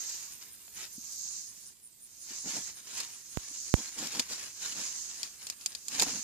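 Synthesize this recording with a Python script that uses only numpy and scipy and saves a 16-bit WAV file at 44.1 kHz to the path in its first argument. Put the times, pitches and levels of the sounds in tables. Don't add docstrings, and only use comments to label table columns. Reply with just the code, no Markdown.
import sys
import numpy as np
from scipy import signal
from scipy.fft import rfft, irfft, next_fast_len
from scipy.io import wavfile
from scipy.ndimage import uniform_filter1d, map_coordinates

SR = 44100
rng = np.random.default_rng(int(sys.argv[2]) if len(sys.argv) > 2 else 0)


def pcm_store(signal):
    levels = np.round(np.clip(np.atleast_2d(signal), -1, 1) * 32767)
    wavfile.write(sys.argv[1], SR, levels.astype(np.int16).T)


N = 274743

# start_s, length_s, relative_db, release_s
LEAF_STROKES = [(0, 0.2, -55.5, 0.21), (0.431, 0.014, -58, 0.027), (0.782, 0.067, -50.5, 0.02),
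                (1.064, 0.03, -63.5, 0.054), (1.275, 0.094, -62, .05), (2.301, .02, -54, 0.088),
                (2.504, 0.056, -46, 0.064), (2.677, 0.024, -54.5, .02), (2.773, 0.025, -60, 0.066),
                (2.892, 0.11, -51.5, .14), (2.996, 0.013, -45, 0.012), (3.352, 0.2, -58.5, 0.084),
                (3.656, .03, -58.5, 0.025), (3.785, 0.097, -52, 0.061), (3.988, 0.067, -46.5, 0.053),
                (4.142, 0.036, -44.5, 0.065), (4.318, 0.016, -46.5, .04), (4.391, 0.065, -50, 0.043),
                (4.629, 0.04, -47, 0.11), (4.773, 0.096, -49.5, .14), (5.056, 0.18, -57.5, 0.12),
                (5.239, 0.027, -51.5, 0.017), (5.418, 0.11, -56, .015), (5.618, 0.15, -60, .025),
                (5.945, 0.018, -44.5, 0.036), (6.018, 0.012, -36.5, 0.011), (6.077, 0.015, -44, .11)]
# freq_hz, gain_db
RUB_SPECTRUM = [(100, -15.5), (250, -8.5), (500, -11), (1200, -6.5), (2000, -4.5), (2700, -2), (3500, -3.5),
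                (5000, 2), (6000, 3), (7000, 0), (9000, -7.5), (11500, -12.5), (14500, -21.5)]


def leaf_rubbing(attack_s=0.032):
    bristles = sum(foliage(ticks(rate_hz=500, spread_db=2.0), scatter=0.81, t60_s=0.031)
                   for _ in range(5))
    crinkles = foliage(ticks(rate_hz=70, spread_db=2.5), scatter=0.99, t60_s=0.011)
    sliding = rng.standard_normal((2, N))
    rubbing = colour(unit(bristles) + 0.38 * unit(crinkles) + 0.53 * sliding, RUB_SPECTRUM)
    stroke_power = sum((undb(db) * envelope(start_s, length_s, attack_s, release_s)) ** 2
                       for start_s, length_s, db, release_s in LEAF_STROKES)
    contact = undb(-67.5) * dip(depth_db=-8)
    grip = np.sqrt(stroke_power + contact ** 2)
    return dapple(rubbing, spread_db=4.5, rate_hz=25) * grip * undb(1.35 * walk(rate_hz=70) + 7.0)


# start_s, relative_db, brightest_hz, left_minus_right_db
FIBRE_BREAKS = [(0.6802, -44.5, 895, 3), (2.979, -33, 6800, -9), (3.002, -26.5, 6700, 6),
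                (4.071, -26.5, 7000, 4), (4.1959, -14.5, 3400, 1.5), (5.231, -22.5, 5300, 6.5),
                (5.4687, -29, 7800, 7.5), (5.5, -22, 6400, 2.5), (5.6112, -37.5, 6000, 5),
                (5.6607, -17.5, 6200, 2), (5.7203, -38, 5000, 5), (5.75, -27.5, 4860, 6),
                (5.883, -25, 6700, -1), (5.99, -31, 7000, 1), (5.997, -15.5, 4430, 2),
                (6.002, -17.5, 2800, -2), (6.0168, -23, 7000, -8), (6.022, -15, 4480, 1.5),
                (6.032, -24, 6700, -11)]
# freq_hz, gain_db
FRACTURE_SPECTRUM = [(100, -37), (300, -13), (700, -5.5), (1400, -15.5), (2500, -7), (3600, 0.5),
                     (4800, 4.5), (5900, -0.5), (7000, 5.5), (9500, -5), (14500, -8.5)]
# pitch_hz, t60_s, relative_db
STALK_MODES = [(2516, 0.021, -2.5), (3374, 0.018, -3.5), (4577, 0.045, -4), (5250, 0.038, -1.5),
               (6740, 0.018, 1)]


def stalk_cracks():
    out = np.zeros((2, N))
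    t = np.arange(SR // 10) / SR
    for start_s, db, bright_hz, pan_db in FIBRE_BREAKS:
        fractures = rng.standard_normal((2, len(t))) * np.exp(-t / 0.0013)
        tail = rng.standard_normal((2, len(t))) * decay(t, t60_s=0.035)
        ring = np.zeros(len(t))
        for mode_hz, t60_s, mode_db in STALK_MODES:
            detune = 1 + 0.0167 * rng.standard_normal()
            ring += undb(mode_db) * decay(t, t60_s) * np.sin(2 * np.pi * mode_hz * detune * t)
        burst = colour(unit(fractures) + 1.1 * unit(tail), FRACTURE_SPECTRUM)
        brightness = [(bright_hz / 3, -7), (bright_hz, 0), (bright_hz * 2, -3), (bright_hz * 6, -14)]
        snap = colour(unit(burst) + 0.5 * unit(ring), brightness)
        peak_rms = np.sqrt(uniform_filter1d(np.mean(snap ** 2, axis=0), SR // 500).max())
        add(out, start_s, snap / peak_rms * undb([[db + pan_db / 2], [db - pan_db / 2]]))
    return out * undb(-4.5)


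# peak_s, relative_db, half_length_s, crumple_offset_db
LEAF_SWINGS = [(2.316, -57, 0.021, -23), (2.473, -50, 0.048, -4.5), (2.57, -47, 0.055, -9),
               (3.51, -58.5, 0.023, -24), (3.789, -50, 0.039, -3), (4.028, -49.5, 0.081, -3.5),
               (4.164, -51, 0.053, -2.5), (4.203, -40, 0.015, -6.5), (4.316, -57, 0.025, 7),
               (4.788, -52, 0.055, -4), (5.955, -55.5, 0.08, -6.5), (6, -44, 0.017, 1.5),
               (6.027, -38, 0.019, 2), (6.079, -47, 0.048, 0), (6.153, -51, 0.075, -10)]
# freq_hz, gain_db
PUFF_SPECTRUM = [(60, -35.5), (140, -4), (220, -0.5), (300, -2), (420, -25.5), (900, -19), (4000, -52)]
# freq_hz, gain_db
CRUMPLE_SPECTRUM = [(150, -14), (350, -12.5), (480, 2), (620, -5), (850, -2.5), (1300, -13), (4000, -19.5)]


def leaf_flaps():
    force = np.zeros((2, N))
    for peak_s, db, half_length_s, crumple_db in LEAF_SWINGS:
        swing = np.hanning(int(2 * half_length_s * SR))
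        add(force, peak_s - half_length_s, undb([[db], [db + crumple_db]]) * swing)
    push, bend = force
    puff = colour(foliage(rng.standard_normal(N), scatter=0.31, t60_s=0.041), PUFF_SPECTRUM)
    creases = foliage(ticks(rate_hz=1100, spread_db=3.5), scatter=0.41, t60_s=0.0076)
    crumple = colour(creases, CRUMPLE_SPECTRUM)
    return unit(puff) * push * undb(1.0) + unit(crumple) * bend * undb(3.5)


def leaf_thud(start_s=0.979, contact_s=0.0023, peak_db=-41.5):
    push = np.zeros((1, N))
    add(push, start_s, np.hanning(int(contact_s * SR))[None])
    blade = colour(push, [(60, -27), (150, -8), (235, 3.5), (320, -4.0), (450, -30), (1500, -39)])
    return blade / np.abs(blade).max() * undb(peak_db)


# peak_s, relative_db, rise_s, fall_s
CICADA_SWELLS = [(.1, -42.5, .3, 0.19), (1.29, -42.5, 0.34, 0.19), (1.66, -54, 0.11, .06),
                 (2.59, -41, 0.37, 0.12), (3.15, -52.5, 0.22, 0.19), (3.71, -42.5, 0.31, 0.22),
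                 (4.93, -42.5, 0.39, 0.29), (6.12, -41.5, .24, .3)]
# freq_hz, gain_db
TYMBAL_SPECTRUM = [(2500, -33.5), (3400, -25.5), (4100, -9), (4800, -8), (5400, -4.5), (6400, 1.5),
                   (7200, -4), (8200, -10.5), (9500, -23.5), (11000, -31), (14500, -35)]


def cicadas():
    t = np.arange(N) / SR
    clicks = np.array([ticks(rate_hz=5000, spread_db=2.0) for _ in range(2)])
    sizzle = dapple(colour(clicks, TYMBAL_SPECTRUM), spread_db=3.0, rate_hz=16)
    power = undb(-65.5) ** 2
    for peak_s, db, rise_s, fall_s in CICADA_SWELLS:
        width_s = np.where(t < peak_s, rise_s, fall_s)
        swell = undb(db) * np.exp(-((t - peak_s) / width_s) ** 2)
        power += swell ** 2
    return sizzle * np.sqrt(power) * dip(depth_db=-9.5) * undb(1.23 * walk(rate_hz=40) + 1.0)


def chirp(pitch_hz, stroke_s, fall, arch, strokes=7):
    stroke = np.arange(int(strokes * stroke_s * SR)) / (stroke_s * SR)
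    within = stroke % 1
    swell = np.sin(np.pi * stroke / strokes)
    teeth = 0.071 * rng.standard_normal(len(stroke))
    detune = 0.005 * rng.standard_normal()
    hz = pitch_hz * (1 - fall * (within - 0.5) + arch * (swell - 1) + teeth + detune)
    tone = np.sin(2 * np.pi * np.cumsum(hz) / SR)
    return unit(tone * np.sin(np.pi * within) ** 2 * np.sqrt(swell))[None]


# start_s, end_s, period_s
CHIRP_RUNS = [(.335, .6, .196), (.755, 1.4, .188), (1.49, 3.8, .183), (3.945, 6.1, .25)]


def crickets(near_db=-54.5, far_db=-62.0, lead_s=0.028):
    near, far = np.zeros((2, 1, N))
    for start_s, end_s, period_s in CHIRP_RUNS:
        for beat_s in np.arange(start_s, end_s, period_s):
            call = chirp(pitch_hz=9350, stroke_s=0.0085, fall=0.13, arch=0.0466)
            add(near, beat_s - lead_s, undb(near_db) * call)
    for beat_s in np.arange(0, N / SR, 0.199):
        jitter_s = 0.013 * rng.standard_normal()
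        call = chirp(pitch_hz=9880, stroke_s=0.0089, fall=0.018, arch=0.014)
        add(far, beat_s + jitter_s, undb(far_db) * call)
    return foliage(near[0], scatter=0.69, t60_s=0.034) + foliage(far[0], scatter=2.9, t60_s=0.036)


# time_s, stroke_rate_hz, relative_db
KATYDID_RATTLE = [(0, 35.7, -52.5), (.6, 42, -57), (1.2, 33, -54), (1.25, 38, -61), (1.7, 33.3, -75),
                  (2.2, 31, -63), (6.23, 23, -80)]


def katydid():
    t = np.arange(N) / SR
    time_s, stroke_rate_hz, db = np.transpose(KATYDID_RATTLE)
    phase = np.cumsum(np.interp(t, time_s, stroke_rate_hz)) / SR
    strokes = unit(np.sin(np.pi * phase) ** 4 + 0.72)
    wing_spectrum = [(9000, -34), (11000, -10), (11900, 1), (12400, -8), (13000, 8), (14500, -3.5)]
    rasp = colour(rng.standard_normal((2, N)), wing_spectrum)
    return dapple(rasp, spread_db=2.0, rate_hz=30) * strokes * undb(np.interp(t, time_s, db) - 0.5)


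# start_s, step_db
MIC_STEPS = [(3.3729, -13), (3.7404, 1.5)]


def microphone_pops(bass_cut_hz=56, damping=1.66):
    step = np.zeros(N)
    for start_s, step_db in MIC_STEPS:
        step[int(start_s * SR):] += undb(step_db)
    omega = 2 * np.pi * bass_cut_hz
    b, a = signal.bilinear([1, 0, 0], [1, damping * omega, omega ** 2], SR)
    right = signal.lfilter(b, a, signal.lfilter(b, a, step))
    return np.array([np.zeros(N), right])


# freq_hz, gain_db
GARDEN_SPECTRUM = [(30, -19), (60, -4), (130, -8), (230, -7), (400, -16), (700, -22.5), (1500, -26.5),
                   (3200, -18.5), (4800, -15), (6000, -23), (7400, -8), (9500, -7), (11200, -15.5),
                   (14500, -9.5)]


def garden(level_db=-54.0):
    noise = rng.standard_normal((2, N)) + 0.5 * rng.standard_normal(N)
    chorus = dapple(colour(noise, GARDEN_SPECTRUM), spread_db=4.5, rate_hz=28)
    return chorus * dip(depth_db=-5) * undb(level_db + walk(rate_hz=16))


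def foliage(x, scatter, t60_s, left_lag_samples=3):
    t = np.arange(SR // 20) / SR
    response = rng.standard_normal((2, len(t))) * decay(t, t60_s)
    response *= scatter / np.sqrt(np.sum(response ** 2, axis=1, keepdims=True))
    response[0, left_lag_samples] += 1
    response[1, 0] += 1
    return signal.oaconvolve(x[None], response, axes=1)[:, :len(x)] / np.sqrt(1 + scatter ** 2)


def dapple(x, spread_db, rate_hz, size=1024):
    hz, t, bands = signal.stft(x, SR, nperseg=size)
    field = rng.standard_normal((2, 512, 512))
    grid = np.meshgrid(8 * np.sqrt(hz / 30), t * rate_hz, indexing="ij")
    db = spread_db * np.array([map_coordinates(side, grid, order=1) for side in field])
    return unit(signal.istft(bands * undb(db), SR, nperseg=size)[1][:, :N])


def dip(depth_db):
    return undb(depth_db * envelope(start_s=1.74, hold_s=0.22, attack_s=0.012, release_s=0.2))


def envelope(start_s, hold_s, attack_s, release_s):
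    t = np.arange(N) / SR - start_s
    return np.exp(np.minimum(t, 0) / attack_s - np.maximum(t - hold_s, 0) / release_s)


def decay(t, t60_s):
    return np.exp(-np.log(1000) * t / t60_s)


def ticks(rate_hz, spread_db):
    size = undb(spread_db * np.minimum(rng.exponential(size=N), 4))
    return unit((rng.random(N) < rate_hz / SR) * size * rng.choice([-1, 1], N))


def walk(rate_hz):
    steps = rng.standard_normal(4096)
    return np.interp(np.arange(N) / SR * rate_hz, np.arange(len(steps)), steps)


def colour(x, spectrum, size=2048):
    cepstrum = irfft(np.log(unit(undb(bin_db(spectrum, size)))))
    cepstrum[1:size // 2] *= 2
    cepstrum[size // 2 + 1:] = 0
    response = irfft(np.exp(rfft(cepstrum)))
    return signal.oaconvolve(x, response[None], axes=1)[:, :x.shape[1]]


def bin_db(spectrum, size):
    hz, db = np.transpose(spectrum)
    return np.interp(np.log(np.fft.rfftfreq(size, 1 / SR) + 1), np.log(hz), db)


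def add(out, start_s, sound):
    i = max(int(start_s * SR), 0)
    part = out[:, i:i + sound.shape[1]]
    part += sound[:, :part.shape[1]]


def undb(db):
    return 10 ** (np.asarray(db) / 20)


def unit(x):
    return x / np.sqrt(np.mean(x ** 2) + 1e-18)


# freq_hz, left_minus_right_db
MIC_BALANCE = [(100, -0.5), (300, 2.5), (1000, 3), (2500, 4.5), (4000, 3), (5000, 8.5), (5800, 0.5),
               (6400, -9), (7100, -14), (8200, -8), (9500, -6.5), (11000, -3.5), (14500, -6.5)]


def scene():
    plant = leaf_rubbing() + leaf_flaps() + leaf_thud() + stalk_cracks()
    sound = plant + cicadas() + crickets() + katydid() + garden()
    size = next_fast_len(N)
    balance_db = bin_db(MIC_BALANCE, size)
    mic_gain = undb([balance_db / 2, -balance_db / 2])
    return irfft(rfft(sound, size) * mic_gain, size)[:, :N] + microphone_pops()


def record(dry, ceiling=0.88, top_hz=14600):
    lowpass = signal.ellip(10, 0.2, 70, top_hz, fs=SR, output="sos")
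    return signal.sosfilt(lowpass, ceiling * np.tanh(dry / ceiling))


dry = scene()
out = record(dry)
pcm_store(out)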